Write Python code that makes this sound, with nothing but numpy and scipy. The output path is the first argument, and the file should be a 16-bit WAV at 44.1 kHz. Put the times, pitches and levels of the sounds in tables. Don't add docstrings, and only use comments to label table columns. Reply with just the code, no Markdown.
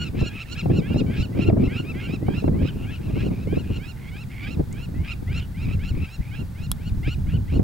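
import sys
import numpy as np
from scipy import signal
from scipy.fft import rfft, irfft
from scipy.io import wavfile
from scipy.ndimage import uniform_filter1d

SR = 44100
rng = np.random.default_rng(int(sys.argv[2]) if len(sys.argv) > 2 else 0)


def master(y):
    cut = np.clip(np.atleast_2d(y).T, -1, 1)
    pcm = np.round(cut * 32767)
    wavfile.write(sys.argv[1], SR, pcm.astype(np.int16))


N = 336483
TIME = np.arange(N) / SR

# start in seconds, rise time in seconds, starting and
# crest pitch of the main overtone in Hz, lead-in level, crest level and brightness in dB, roughness 0-1.
TWITTERS = [(-.04, 0.066, 2744, 2903, -46, -31, -0.5, .15), (0, 0.069, 2250, 2710, -54, -38, -2, 0.37),
            (.135, 0.074, 2060, 2744, -57.5, -37.5, 1, 0.65),
            (.181, 0.065, 2490, 2680, -53, -36.5, -4, 0.16), (.199, 0.074, 2610, 2830, -60, -33.5, 3, .23),
            (.23, .14, 2380, 2580, -49.5, -38.5, -20, 0.25),
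            (.548, 0.049, 2230, 2740, -45.5, -32.5, -1, 0.19), (.57, 0.076, 2206, 2740, -48, -50, -1, 0.19),
            (0.694, 0.079, 2230, 2895, -49.5, -41, 0, 0.3), (.7, .085, 2130, 2755, -58, -38.5, 3, 0.07),
            (.81, 0.12, 2216, 2870, -47.5, -41, -15, 0.22), (.82, .169, 1955, 2797, -51.5, -42.5, 9, 0.21),
            (.93, 0.068, 2436, 2820, -59, -37, -5, 0.22), (1.06, 0.15, 2255, 2710, -49, -39, 4, 0.57),
            (1.099, 0.14, 1940, 2950, -49, -39, -1.5, 0.1), (1.323, .106, 1920, 2750, -52, -32.5, -5, 0.5),
            (1.38, 0.1, 2280, 2810, -58, -33, -5.5, 0.3),
            (1.671, 0.12, 2000, 2840, -43.5, -32.5, -9.5, 0.12),
            (1.692, 0.12, 1850, 2890, -46.5, -48, -1, 0.37),
            (1.835, 0.068, 2084, 2677, -51, -35.5, -10, 0.12),
            (1.936, 0.12, 2150, 2830, -49, -37.5, -8, 0.37), (1.945, 0.2, 1960, 2697, -47.5, -39, -3, 0.3),
            (2.215, 0.17, 1890, 2850, -56, -36.5, -13, 0.06),
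            (2.262, .14, 2223, 2716, -49, -50.5, 4.5, 0.42), (2.4, .068, 2500, 2750, -62, -50.5, 0, 0.13),
            (2.53, 0.16, 1900, 3090, -55, -39.5, -18, 0.6),
            (2.588, 0.087, 2300, 2595, -56, -43.5, 0.5, 0.62),
            (2.845, 0.12, 2113, 2937, -49.5, -48.5, -5, 0.4),
            (2.869, 0.073, 2330, 2680, -58, -41.5, -4, 0.34),
            (3.151, 0.12, 2105, 2830, -47.5, -46, -1.5, 0.48),
            (3.468, 0.13, 2060, 2836, -49, -42.5, -1.5, 0.36), (3.792, 0.11, 2080, 2814, -49, -45, 1.5, .2),
            (4.112, 0.11, 2097, 2770, -47.5, -45, -1, 0.17), (4.421, 0.11, 2087, 2797, -44, -45, 1, 0.37),
            (4.71, 0.13, 2013, 2884, -53, -44.5, -0.5, 0.3), (4.94, 0.16, 1894, 2564, -54, -36.5, -9, 0.55),
            (5.031, 0.089, 2210, 2740, -50.5, -35, -5.5, 0.38),
            (5.273, 0.11, 1920, 2820, -46, -35.5, 0, 0.28),
            (5.264, 0.17, 1883, 2975, -55, -47.5, -15, 0.76), (5.542, .097, 1946, 2740, -51, -43, -2, 0.16),
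            (5.79, .102, 2036, 2920, -48, -42.5, 2, 0.32), (6.045, 0.1, 2080, 2800, -53, -46, 5.5, 0.2),
            (6.309, .098, 2100, 2850, -48, -47, -4, .25), (6.547, .102, 1984, 2860, -55, -47, 4.5, 0.22),
            (6.776, .103, 1970, 2930, -58, -46, 3.5, 0.32),
            (7.028, 0.1, 1957, 2895, -41.5, -39, -0.5, 0.29), (7.265, .092, 2060, 2995, -52, -43, -9, 0.31),
            (7.475, 0.09, 1887, 2950, -52, -46, 2.5, .4)]
TRILLS = [(.32, .1, 2505, 2696, -54, -33, -5), (0.449, 0.081, 2660, 2840, -59.5, -38.5, 7),
          (1.58, 0.08, 2200, 2690, -54.5, -37.5, -5), (2.709, 0.14, 2470, 2860, -64, -45, -20),
          (2.999, 0.071, 2395, 2750, -60, -49.5, -2), (3.08, .13, 2430, 2716, -57, -42.5, -1),
          (3.298, 0.14, 2170, 2660, -58, -51, 0), (3.631, .14, 2507, 2814, -57, -41, -1.5),
          (3.954, .14, 2050, 2210, -60.5, -46, -5), (4.295, .155, 2140, 2346, -52, -38.5, -9),
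          (5.599, 0.14, 2130, 2744, -55.5, -40.5, -6.5), (5.913, 0.14, 2170, 2686, -57.5, -40, -8),
          (6.202, 0.1, 1950, 2514, -57, -52, -10)]
def dog_pack(left_db=-1.4, spread_db=3, max_lag_s=.00004):
    wobbles = voice_wobbles()
    calls = []
    for start, rise_s, *settings in TWITTERS:
        crack_s = max(rise_s - .053, .0178)
        call = dog_call(wobbles, rise_s, *settings, crack_s=crack_s, climb=.57, flutter=.12)
        calls.append((start, call))
    for start, *settings in TRILLS:
        call = dog_call(wobbles, *settings, rough=.34, crack_s=.0162, climb=.166, flutter=.617)
        calls.append((start, call))
    out = np.zeros((2, N))
    for (start, call), direction in zip(calls, rng.uniform(-1, 1, len(calls))):
        t = np.arange(len(call)) / SR
        pan_db = left_db + spread_db * direction
        lag = max_lag_s * direction / 2
        left = gain_of(pan_db) * np.interp(t - lag, t, call)
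        right = gain_of(-pan_db) * np.interp(t + lag, t, call)
        add(out, start, np.array([left, right]))
    return out


def dog_call(wobbles, rise_s, start_hz, crest_hz, lead_db, crest_db, bright_db, rough,
             crack_s, climb, flutter, fall_s=.02367, flutter_hz=88):
    end_s = rise_s + fall_s
    t = np.arange(0, end_s, 1 / SR)
    drift, shake, shimmer, rasp = np.roll(wobbles, -rng.integers(N), 1)[:, :len(t)]
    falling = np.clip((t - rise_s) / fall_s, 0, 1)
    push = np.exp(-(np.minimum(t - rise_s, 0) / .02336) ** 2)
    cracking = np.exp(-((t - crack_s - .008) / .02) ** 2) * np.clip(t / .036, 0, 1)
    hoarse = np.clip(rough + .25 * flutter, 0, 1) * (1 - .7 * falling)
    hoarse *= .45 + 1.15 * cracking + .3 * (t > crack_s)
    trill_depth = np.clip(flutter + .5 * rough, 0, 1) * (1 - .8 * push) * np.clip(t / .03, 0, 1)
    trill_phase = 2 * np.pi * np.cumsum(flutter_hz * (1 + .42 * drift)) / SR

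    crack_hz = start_hz + climb * (crest_hz - start_hz)
    hz = np.interp(t, [0, crack_s, rise_s], [start_hz, crack_hz, crest_hz * (1 - .0344)])
    hz *= 1 + .0344 * push
    hz *= 1 - .215 * (1 + .28 * drift[-1]) * falling ** 2.12
    waver = (.012 + .025 * trill_depth ** 2) * drift[::-1] + .0632 * hoarse * shake
    waver += .082 * trill_depth ** 2 * np.cos(trill_phase + 1.2)
    cycles = np.cumsum(hz * (1 + waver)) / SR

    treble_db = bright_db * (.5 + .5 * push) - 4 * (1 - push) * (1 + trill_depth ** 2)
    low = throat_tone(hz, cycles, harmonic=3, bass_db=2.5, treble_db=treble_db - 7.5)
    high = throat_tone(hz, cycles, harmonic=2, bass_db=0, treble_db=treble_db - .9)
    high_share = .5 + .5 * np.tanh((t - crack_s) / .0023)
    voice = np.sqrt(1 - high_share) * low + np.sqrt(high_share) * high
    voice = voice * (1 + hoarse * shimmer) + .83 * hoarse * rasp * (1 - .5 * push)

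    effort_db = np.interp(t, [0, crack_s, rise_s, end_s],
                          [lead_db - 1, lead_db, crest_db - 1.5, crest_db - 7.5])
    effort_db += push - 16 * flutter * falling
    fades = np.clip(t / .0053, 0, 1) * np.clip((end_s - t) / .0045, 0, 1)
    return voice * (1 + .64 * trill_depth * np.cos(trill_phase)) * fades * gain_of(effort_db)


# frequency in Hz, boost or cut in dB.
THROAT = [(700, -12), (1350, -11.5), (1700, 3), (2150, 7.5), (2700, 1.5), (3300, 4.5), (4150, -6.5),
          (4700, -0.5), (5500, -13.5), (6200, -22), (7100, -12), (8500, -27.5), (11000, -61)]
def throat_tone(hz, cycles, harmonic, bass_db, treble_db):
    ratio = np.arange(1, 4 * harmonic + 1)[:, None] / harmonic
    db = curve_at(THROAT, ratio * hz) - curve_at(THROAT, hz)
    db += bass_db * (ratio < 1) + treble_db * (ratio > np.sqrt(2))
    db -= 5 * ((ratio > 1) & (ratio < np.sqrt(2)))
    return np.sqrt(2) * (gain_of(db) * np.cos(2 * np.pi * ratio * cycles)).sum(0)


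# frequency in Hz, relative level in dB.
RASP = [(600, -35), (1300, -60), (1800, 19.5), (2500, 29), (3300, 18), (4100, -22), (4700, 12),
        (5400, -3.5), (6200, -50), (10000, -45)]
def voice_wobbles():
    return np.array([wander(80), wander(330), wander(600), noise(RASP, HISS_LIKENESS).mean(0)])


def grassland_echo(sound, die_away_s=.23, echo_db=-17):
    t = np.arange(SR // 2) / SR
    tail = rng.standard_normal((2, len(t))) * gain_of(-60 * t / die_away_s) * (t > .002)
    tail /= np.linalg.norm(tail[0])
    return sound + gain_of(echo_db) * signal.fftconvolve(sound, tail, axes=1)[:, :N]


# time in seconds, rumble strength in dB, swirl strength in dB.
BREEZE = [(0, -32, -30.5), (.28, -34.5, -31.5), (.43, -42.5, -41.5), (.6, -31, -30), (1.75, -44, -28),
          (2.0, -36.5, -29.5), (2.85, -33.5, -31), (3.75, -33, -31), (3.951, -35.5, -40), (4.33, -36, -40),
          (4.46, -33, -32), (5.2, -32, -35.5), (6.0, -30.5, -45.5), (6.12, -40, -57), (6.28, -32, -41.5),
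          (6.8, -31, -38), (7.6, -23.5, -34.5)]
# start in seconds, length in seconds, rumble strength in dB, swirl strength in dB.
GUSTS = [(0.166, 0.11, -32, -26), (0.666, 0.16, -26, -23), (0.864, 0.25, -32, -25),
         (1.179, 0.062, -22.5, -28.5), (1.348, 0.13, -34, -24.5), (1.469, 0.22, -25.5, -22),
         (2.26, 0.13, -36, -26), (2.448, 0.21, -22, -22.5), (3.07, 0.26, -29, -26),
         (3.377, 0.29, -32.5, -33), (3.698, 0.041, -24, -29), (4.569, 0.04, -27, -25),
         (4.952, 0.083, -26, -34.5), (5.271, 0.13, -27, -35), (5.614, 0.237, -26.5, -32),
         (5.902, .14, -25.5, -29.5), (6.186, 0.024, -19, -32), (6.391, 0.049, -27, -29.5),
         (6.913, 0.12, -28, -37), (7.066, 0.03, -16.5, -31), (7.155, 0.146, -28, -36),
         (7.329, 0.081, -21, -29), (7.522, 0.11, -18, -22.5)]
def wind_strength(rise_s=.0093, drop_s=.01):
    times, *levels = np.transpose(BREEZE)
    power = gain_of([np.interp(TIME, times, db) for db in levels]) ** 2
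    for start, length, *gust_db in GUSTS:
        ramps = np.minimum((TIME - start) / rise_s, (start + length - TIME) / drop_s)
        power += np.outer(gain_of(gust_db), np.clip(.5 + ramps, 0, 1)) ** 2
    return 10 * np.log10(power)


# frequency in Hz, relative level in dB.
RUMBLE = [(10, -13), (25, -10), (55, -4), (90, -2.5), (125, -6.5), (180, -13), (300, -29), (600, -101.5)]
SWIRLS = [(40, -19), (100, 4.5), (150, 1.5), (210, -2.5), (320, -14), (450, -23.5), (700, -31),
          (1200, -34.5), (3000, -88)]
BLOWING = [(30, -0.5), (120, 8), (280, 6.5), (420, -2), (650, -16.5), (1000, -35.5), (1500, -42.5),
           (2200, -48), (5000, -75)]
# frequency in Hz, likeness from -1 (opposite) to 1 (same).
WIND_LIKENESS = [(30, 0.62), (90, 0.99), (180, 0.58), (350, 0.08), (700, -0.37), (1500, 0.45)]
def wind(rumble_db, swirl_db):
    lumps_db = 2 * wander(40.4)
    rumble = steadied(noise(RUMBLE, WIND_LIKENESS), span_s=.0894)
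    rumble *= gain_of(rumble_db + .5 + 2.1 * wander(22.4))
    swirls = steadied(noise(SWIRLS, WIND_LIKENESS), span_s=.0395)
    swirls *= gain_of(swirl_db - 3.5 + lumps_db)
    tearing_db = -31.5 + 1.78 * (swirl_db + 25) + 2 * lumps_db
    return rumble + swirls + noise(BLOWING, WIND_LIKENESS) * gain_of(tearing_db)


# start in seconds, strength in dB, strength of its bright edge in dB.
THUMPS = [(0.144, -22.5, -50), (.213, -17, -30), (0.224, -12, -46), (.657, -16, -29), (.698, -16.5, -25.5),
          (0.785, -16.5, -45), (0.959, -11, -21), (1.015, -12.5, -45), (1.349, -22, -42),
          (1.391, -10.5, -27), (1.485, -9.5, -26.5), (1.499, -17, -19.5), (1.541, -21, -44),
          (1.566, -26, -25), (2.226, -22.5, -45), (2.283, -13, -21), (2.44, -13, -25.5),
          (2.477, -11.5, -19), (2.614, -16, -27.5), (3.472, -23, -60), (3.525, -17.5, -62),
          (3.568, -17, -58), (4.595, -15, -31), (4.607, -19, -49), (7.077, -20.5, -44), (7.594, -9, -27)]
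def wind_thumps(swirl_db, rise_s=.0034, edge_hz=520):
    body = steadied(noise(BLOWING, WIND_LIKENESS), span_s=.0079)
    cut_bass = signal.butter(3, edge_hz, "high", fs=SR, output="sos")
    edge = steadied(unit_level(signal.sosfilt(cut_bass, body)), span_s=.0054)
    body_gain, edge_gain = np.zeros((2, N))
    for start, body_db, edge_db in THUMPS + small_thumps(swirl_db):
        near = slice(max(int((start - .01) * SR), 0), int((start + .06) * SR))
        age = np.maximum(TIME[near] - start, 0) / rise_s
        shove = age * np.exp(1 - age)
        body_gain[near] += shove * gain_of(body_db + .5)
        edge_gain[near] += shove * gain_of(edge_db + 2)
    return body * body_gain + edge * edge_gain


def small_thumps(swirl_db, count=48, scatter_db=5):
    offset, size = rng.random((count, 2)).T
    starts = (np.arange(count) + offset) / count * N / SR
    body_db = np.interp(starts, TIME, swirl_db) + 1 + scatter_db * (2 * size - 1)
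    return list(zip(starts, body_db, body_db - 20))


# frequency in Hz, width in Hz (wider dies sooner), level in dB.
TICK_TONES = [(1260, 320, -9.5), (3390, 110, -11.5), (3870, 200, -11), (4350, 270, -13), (5040, 120, -17),
              (8000, 340, -9), (9900, 1250, 7.5), (10900, 1100, 5.5), (13100, 510, -8)]
def near_tick(start_s=6.716, gain_db=-11, rise_s=.0001, tail_s=.031):
    t = np.arange(SR // 12) / SR
    snap = sum(gain_of(db) * ringing(t, hz, width_hz) for hz, width_hz, db in TICK_TONES)
    snap *= 1 - np.exp(-t / rise_s)
    shared, apart = rng.standard_normal((2, len(t)))
    rattle = gain_of(-23 - 60 * t / tail_s) * np.array([shared + apart / 2, shared - apart / 2]) / 3
    rattle[:, 0] = 1
    lean_left = gain_of([[1.2], [-1.2]])
    out = np.zeros((2, N))
    add(out, start_s, gain_of(gain_db) * lean_left * signal.fftconvolve(rattle, snap[None], axes=1))
    return out


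def faint_click(start_s=4.727, gain_db=-40, decay_s=.003):
    t = np.arange(SR // 30) / SR
    fizz = signal.fftconvolve(rng.standard_normal(len(t)), ringing(t, hz=7000, width_hz=1000))
    click = unit_level(fizz[:len(t)]) * np.exp(-t / decay_s)
    out = np.zeros((2, N))
    add(out, start_s, gain_of(gain_db) * np.array([click, click]))
    return out


# frequency in Hz, relative level in dB.
HISS = [(290, -4), (500, -5.5), (630, -7.5), (891, -5.5), (1030, -11), (1320, -11.5), (1440, -8),
        (2150, -13.5), (3000, -19), (3470, -16.5), (4370, -17), (5830, -20.5), (15800, -22)]
# frequency in Hz, likeness (1 is the same).
HISS_LIKENESS = [(500, 0.5), (1500, 0.51), (4000, 0.62), (10000, 0.89)]
def hiss_and_whine(hiss_db=-52.5, whine_db=-72, whine_hz=15734):
    hiss = gain_of(hiss_db + .3 * wander(5.1)) * noise(HISS, HISS_LIKENESS)
    whine = gain_of(whine_db) * np.sqrt(2) * np.sin(2 * np.pi * whine_hz * TIME)
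    return hiss + whine


def gain_of(db):
    return 10 ** (np.asarray(db) / 20)


def unit_level(sound):
    return sound / np.sqrt(np.mean(sound ** 2) + 1e-20)


def curve_at(table, hz):
    row_hz, values = np.transpose(table)
    return np.interp(np.log(hz + 1), np.log(row_hz + 1), values)


def add(mix, start_s, sound):
    at = round(start_s * SR)
    sound = sound[:, max(-at, 0):]
    part = mix[:, max(at, 0):][:, :sound.shape[1]]
    part += sound[:, :part.shape[1]]


def ringing(t, hz, width_hz):
    return np.exp(-np.pi * width_hz * t) * np.sin(2 * np.pi * hz * t)


def wander(rate_hz):
    hz = np.fft.rfftfreq(N, 1 / SR)
    return unit_level(irfft(rfft(rng.standard_normal(N)) / (1 + (hz / rate_hz) ** 4), N))


def noise(tone, likeness):
    hz = np.fft.rfftfreq(N, 1 / SR)
    alike = np.clip(curve_at(likeness, hz), -.99, .99)
    shared, apart = rfft(rng.standard_normal((2, N))) * gain_of(curve_at(tone, hz))
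    shared = irfft(shared, N)
    apart = irfft(apart * np.sqrt((1 - alike) / (1 + alike)), N)
    return np.array([shared + apart, shared - apart]) / shared.std()


def steadied(sound, span_s):
    power = uniform_filter1d(sound.mean(0) ** 2, int(span_s * SR))
    return sound / np.sqrt(power + 1e-3)


def scene():
    rumble_db, swirl_db = wind_strength()
    dogs = grassland_echo(dog_pack())
    air = wind(rumble_db, swirl_db) + wind_thumps(swirl_db)
    return dogs + air + near_tick() + faint_click() + hiss_and_whine()


def record(dry, limit_db=-17, squeeze=.32, recover_db_per_s=70, top_hz=15950):
    power_db = 10 * np.log10(abs(uniform_filter1d((dry ** 2).mean(0), size=200)) + 1e-12)
    recovery_db = TIME * recover_db_per_s
    held_db = np.maximum.accumulate(power_db + recovery_db) - recovery_db
    over_db = np.maximum(held_db - limit_db, 0)
    limited = dry / gain_of(squeeze * uniform_filter1d(over_db, size=100))
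    cut_treble = signal.firwin(511, top_hz, window=("kaiser", 9), fs=SR)
    return signal.oaconvolve(limited, cut_treble[None], "same")


dry = scene()
out = record(dry)
master(out)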